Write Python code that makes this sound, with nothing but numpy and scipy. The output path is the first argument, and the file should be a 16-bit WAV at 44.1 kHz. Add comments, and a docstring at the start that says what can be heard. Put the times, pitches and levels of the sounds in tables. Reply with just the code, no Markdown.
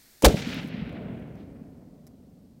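"""A muzzle-loading cannon fires in a field ringed by forest: primer spit, vent whistle, boom, cracks, a deep swing.
Shaped noise makes the gas sounds; short cosine swings make the blast wave and the thuds the trees return.
The forest answers with rumble, roar and a hiss that dulls with distance, while the carriage recoils in dry grass.
A close camera overloads on the blast and turns its gain down; a very deep rumble of wind comes in late."""
import sys
import numpy as np
from scipy import signal
from scipy.fft import rfft, irfft, next_fast_len
from scipy.io import wavfile
from scipy.ndimage import uniform_filter1d, map_coordinates

SR = 44100
rng = np.random.default_rng(int(sys.argv[2]) if len(sys.argv) > 2 else 0)


def transcribe(signal):
    """Save signal, clipped to [-1, 1], as a 16-bit WAV file at the path in sys.argv[1]."""
    frames = np.atleast_2d(signal).T
    limited = np.clip(frames, -1, 1)
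    pcm = np.round(limited * 32767).astype(np.int16)
    wavfile.write(sys.argv[1], SR, pcm)


N = 114660  # samples, 2.6 s
# All source levels are those at the microphone, ahead of the gain control in record().


def amp(db):
    """Decibels to gain."""
    return 10 ** (np.asarray(db) / 20)


def clock():
    """The time of every sample in seconds."""
    return np.arange(N) / SR


def along(points, hz):
    """Interpolates (f/Hz, level/dB) points on a log frequency axis."""
    f, v = np.transpose(points)
    return np.interp(np.log(hz + 1), np.log(f + 1), v)


def level(points):
    """Gain per sample from (t/s, level/dB) points, silent before the first."""
    s, db = np.transpose(points)
    return amp(np.interp(clock(), s, db, left=-200))


def filtered(x, response):
    """x times a response of frequency, padded so that the end does not wrap onto the start."""
    m = next_fast_len(N + SR // 2)
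    hz = np.fft.rfftfreq(m, 1 / SR)
    return irfft(rfft(x, m) * response(hz), m)[:N]


def noise(spectrum, grain=0):
    """Coloured noise of rms 1; grain makes it spiky."""
    spikes = np.exp(grain * np.clip(rng.standard_normal(N), -2, 2))
    white = rng.standard_normal(N) * spikes
    x = filtered(white, lambda hz: amp(along(spectrum, hz)))
    return x / x.std()


def steady(x, size):
    """Noise with its power evened out over size samples."""
    power = np.abs(uniform_filter1d(x * x, size))
    return x / np.sqrt(power + 1e-9)


def burst(start, rise, hold, t60):
    """Attack, hold and exponential release, all times in seconds."""
    t = clock() - start
    attack = np.clip(t / rise, 0, 1) ** 2
    return attack * amp(-60 * np.maximum(t - rise - hold, 0) / t60)


def faded(x, db_per_s):
    """Each frequency loses its own dB per second: a later return has travelled a longer path."""
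    shot_s = 0.27  # the paths count from here
    hz, t, z = signal.stft(x, SR, nperseg=1024)
    loss_db = db_per_s(hz)[:, None] * np.maximum(t - shot_s, 0)
    return signal.istft(z * amp(-loss_db), SR, nperseg=1024)[1][:N]


def thud(s, hz, width):
    """A short pressure swing around one trough at s, under a bell curve width seconds wide."""
    t = clock() - s
    return -np.cos(2 * np.pi * hz * t) * np.exp(-(t / width) ** 2)


def wobble(rate):
    """A smooth random curve, rate knots a second."""
    return map_coordinates(rng.standard_normal(size=2000), [clock() * rate], mode="wrap")


def floor():
    """The faint constant hiss under everything: coloured noise."""
    # colour of the hiss: f/Hz, level/dB
    floor_colour = [(30, 8), (200, 5.5), (600, -1), (1000, -5.5), (1900, 1), (2900, -5), (4400, 2),
                    (7000, -2), (9000, -0.5), (10500, -6), (12000, -1), (15500, -2.5)]
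    return amp(-74.5) * noise(floor_colour)


def boom():
    """The body of the muzzle blast: low noise with an even power, soft in its rise."""
    # colour of the boom: f/Hz, level/dB
    boom_colour = [(30, -29.5), (90, -8.5), (250, -1.5), (350, -5.5), (480, 0.5), (620, -8), (800, -18.5),
                   (1400, -25), (4000, -54)]
    return amp(-18) * steady(noise(boom_colour), size=600) * burst(.222, rise=.02, hold=.033, t60=.2)


def primer():
    """The primer spits: a short burst of spiky noise."""
    # colour of the spit: f/Hz, level/dB
    primer_colour = [(60, -4), (600, 4), (1600, -13.5), (4000, -12), (7000, -10), (15000, -19.5)]
    return amp(-32.5) * noise(primer_colour, grain=.5) * burst(.2225, rise=.0011, hold=.008, t60=.05)


def vent_jet():
    """Gas whistles out of the vent before the main crack: a narrow band of noise."""
    # colour of the whistle: f/Hz, level/dB
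    jet_colour = [(1800, -30), (2600, -3), (3100, -0.5), (3800, -26.5), (6000, -45)]
    return amp(-32.5) * noise(jet_colour) * burst(.232, rise=.005, hold=.009, t60=.02)


def punches():
    """The expanding gas punches, and the ground gives its first returns: bursts of one low noise."""
    # each punch: t/s, level/dB, hold/s
    punch_times = [(0.2376, -9, .005), (0.266, -14, .007), (0.299, -25, .005), (0.34, -26, .004)]
    # colour of the punches: f/Hz, level/dB
    punch_colour = [(100, -20), (255, 3.5), (380, -3.5), (560, 0.5), (690, -6.5), (900, -23), (2000, -48)]
    envelope = sum(amp(db) * burst(s, rise=.0022, hold=hold, t60=.025) for s, db, hold in punch_times)
    return steady(noise(punch_colour), size=300) * envelope


def cracks():
    """The muzzle gas cracks: bursts of bright noise with an almost instant rise."""
    # each crack: t/s, level/dB, hold/s, t60/s
    crack_times = [(.2462, -10.5, 0.01, 0.02), (0.2595, -17, .003, .038)]
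    # colour of the cracks: f/Hz, level/dB
    crack_colour = [(100, -19.5), (500, -3.5), (950, 5), (1250, -5.5), (1550, -4.5), (2200, -6), (4000, -6),
                    (8000, -10.5), (15000, -17)]
    envelope = sum(amp(db) * burst(s, rise=.0003, hold=hold, t60=t60) for s, db, hold, t60 in crack_times)
    return steady(noise(crack_colour, grain=.5), size=200) * envelope


def blast_swing():
    """The one deep push and pull of the blast wave."""
    return amp(-7.5) * thud(.2735, hz=55, width=.016)


def forest_rumble():
    """The long low rumble from the forest; its deepest bass fades sooner."""
    # course of the rumble: t/s, level/dB
    rumble_course = [(.25, -42), (.29, -25), (.37, -36.5), (.55, -36), (.71, -39), (.8, -36), (.97, -38.5),
                     (1.12, -35.5), (1.25, -41), (1.55, -45), (1.95, -50.5), (2.6, -53)]
    # colour of the rumble before its fading: f/Hz, level/dB
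    rumble_colour = [(20, -43), (40, -13), (65, 1), (100, -1), (160, 5), (210, 3.5), (275, 2.5),
                     (350, -15.5), (600, -63.5)]
    bass_loss = 1.5  # dB per second, less and less above about 110 Hz
    rumble = steady(noise(rumble_colour), size=3000)
    return level(rumble_course) * faded(rumble, lambda hz: bass_loss / (1 + (hz / 110) ** 4))


def tree_line_roar():
    """The roar from the far tree line, surging slightly at random."""
    # course of the roar: t/s, level/dB
    roar_course = [(.25, -70), (.3, -36), (.42, -44), (.7, -48.5), (1.04, -44.5), (1.35, -50.5),
                   (1.6, -54.5), (1.85, -59), (2.2, -62.5), (2.6, -67.5)]
    # colour of the roar: f/Hz, level/dB
    roar_colour = [(150, -30.5), (330, -1), (440, 0), (600, -4), (720, -7.5), (850, -15.5), (1150, -21),
                   (2000, -37.5), (4000, -71)]
    surges = amp(.7 * wobble(rate=18))
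    return level(roar_course) * steady(noise(roar_colour), size=3000) * surges


def foliage_hiss():
    """Countless trunks and leaves scatter the blast; the air takes the treble from the longer paths."""
    # course of the hiss, before air absorption: t/s, level/dB
    hiss_course = [(.25, -85), (.28, -34.5), (.355, -43), (.372, -34.5), (.42, -37.5), (.44, -39),
                   (.46, -36.5), (.53, -32.5), (.67, -42), (.85, -41), (1.15, -47.5), (1.5, -57.5),
                   (2, -66.5), (2.6, -73.5)]
    # colour of the hiss, before air absorption: f/Hz, level/dB
    hiss_colour = [(300, -25.5), (800, -5.5), (1150, -10), (1400, -1), (1700, -2), (2150, 1.5), (3000, 0.5),
                   (4500, -1.5), (7000, -3.5), (15000, -18)]
    # stronger returns from single trees: t/s, level/dB over the hiss, width/s
    slaps = [(0.2855, 3, 0.0015), (0.423, 6.5, 0.0063), (0.457, 0, .003), (0.47, 1.5, 0.0023),
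             (0.532, 2, 0.0035)]
    air_db_per_s, air_power = 1.5, 1.973  # loss at 1 kHz, and its growth with frequency
    slaps_db = sum(db * np.exp(-((clock() - s) / width) ** 2) for s, db, width in slaps)
    clumps_db = 1.3 * wobble(rate=80)
    leaves = noise(hiss_colour, grain=.72) * amp(slaps_db + clumps_db)
    return level(hiss_course) * faded(leaves, lambda hz: air_db_per_s * (hz / 1000) ** air_power)


def grass():
    """Dry grass crushed under the recoiling carriage: bright, spiky noise."""
    # course of the roll through the grass: t/s, level/dB
    roll_course = [(.25, -69), (.28, -43), (.33, -47.5), (.4, -49), (.44, -58.5), (.48, -52), (.6, -59.5),
                   (.68, -60.5), (.72, -84), (1.1, -87), (1.3, -81)]
    # colour of the grass: f/Hz, level/dB
    grass_colour = [(500, -15), (3000, 7.5), (6000, 1), (9500, -3), (13000, -4), (16000, -7)]
    return level(roll_course) * noise(grass_colour, grain=.8)


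def echoes():
    """Ground and stands of trees return the blast as distinct dull thuds."""
    # each echo: t/s, peak level/dB, f/Hz
    echo_times = [(0.3464, -14, 152), (.377, -25.5, 198), (0.407, -25, 207), (0.4744, -20, 242),
                  (0.571, -25, 238), (0.65, -25.5, 250), (0.746, -24, 196), (0.783, -28, 208),
                  (.797, -24.5, 185), (.826, -24, 172), (1.153, -35.5, 190.5), (1.622, -33, 191)]
    return sum(amp(db) * thud(s, hz, width=.0045) for s, db, hz in echo_times)


def stalk_snaps():
    """Dry stalks snap under the wheels: very short bursts of treble noise."""
    # each snap: t/s, level/dB
    snap_times = [(0.5434, -46), (.642, -57), (.675, -54), (0.684, -56)]
    # colour of the snaps: f/Hz, level/dB
    snap_colour = [(2000, -20), (8000, -5.5), (12500, -0.5), (16000, -0.5)]
    envelope = sum(amp(db) * burst(s, rise=.0005, hold=.0009, t60=.014) for s, db in snap_times)
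    return noise(snap_colour) * envelope


def fitting_clicks():
    """The carriage fittings click: tiny broadband bursts."""
    # each click: t/s, level/dB, t60/s
    click_times = [(.894, -61.5, 0.012), (.926, -62, .015), (1.197, -65, 0.013), (1.355, -65.5, 0.01976),
                   (2.0677, -50, 0.0046), (2.072, -55.5, 0.021), (2.078, -64.5, .015)]
    # colour of the clicks: f/Hz, level/dB
    click_colour = [(200, -0.5), (900, -2), (2000, -2.5), (3300, -11), (5500, 2), (9000, -3), (12500, -1.5),
                    (16000, -6.5)]
    envelope = sum(amp(db) * burst(s, rise=.00025, hold=.001, t60=t60) for s, db, t60 in click_times)
    return noise(click_colour) * envelope


def wheel_scuff():
    """The wheels scuff: one softer burst of spiky noise."""
    # colour of the scuff: f/Hz, level/dB
    scuff_colour = [(1500, 7), (3700, 9.5), (6000, -4), (9000, -30)]
    return amp(-67) * noise(scuff_colour, grain=.44) * burst(1.352, rise=.0274, hold=.031, t60=.36)


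def wind_rumble():
    """A late, very deep rumble of wind: slow-fading noise of even power."""
    # colour of the wind: f/Hz, level/dB
    wind_colour = [(15, -20), (30, -4), (42, -1), (60, -6), (120, -29), (300, -58)]
    return amp(-65.5) * steady(noise(wind_colour), size=8000) * burst(1.4, rise=.1, hold=.081, t60=7)


def scene():
    """The shot, the carriage, the answers of the forest and the wind over a faint hiss, on one channel."""
    shot = boom() + primer() + vent_jet() + punches() + cracks() + blast_swing()
    forest = forest_rumble() + tree_line_roar() + foliage_hiss() + echoes()
    carriage = grass() + stalk_snaps() + fitting_clicks() + wheel_scuff()
    return (floor() + shot + forest + carriage + wind_rumble())[None]


def record(dry):
    """Gain stays high until a loud sound pulls it down for good; peaks clip softly; the band ends steeply."""
    quiet_gain_db, unity_from_db = 17.5, -21.5  # highest gain; peak level from which the gain is 0 dB
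    ceiling, top_hz = .7, 15900  # overload limit of the amplitude; upper end of the band
    loudest_so_far = np.maximum.accumulate(np.abs(dry[0])) + 1e-9
    gain = np.clip(amp(unity_from_db) / loudest_so_far, 1, amp(quiet_gain_db))
    x = dry[0] * gain
    clipped = x / (1 + (x / ceiling) ** 8) ** (1 / 8)
    return filtered(clipped, lambda hz: hz < top_hz)[None]


dry = scene()
out = record(dry)
transcribe(out)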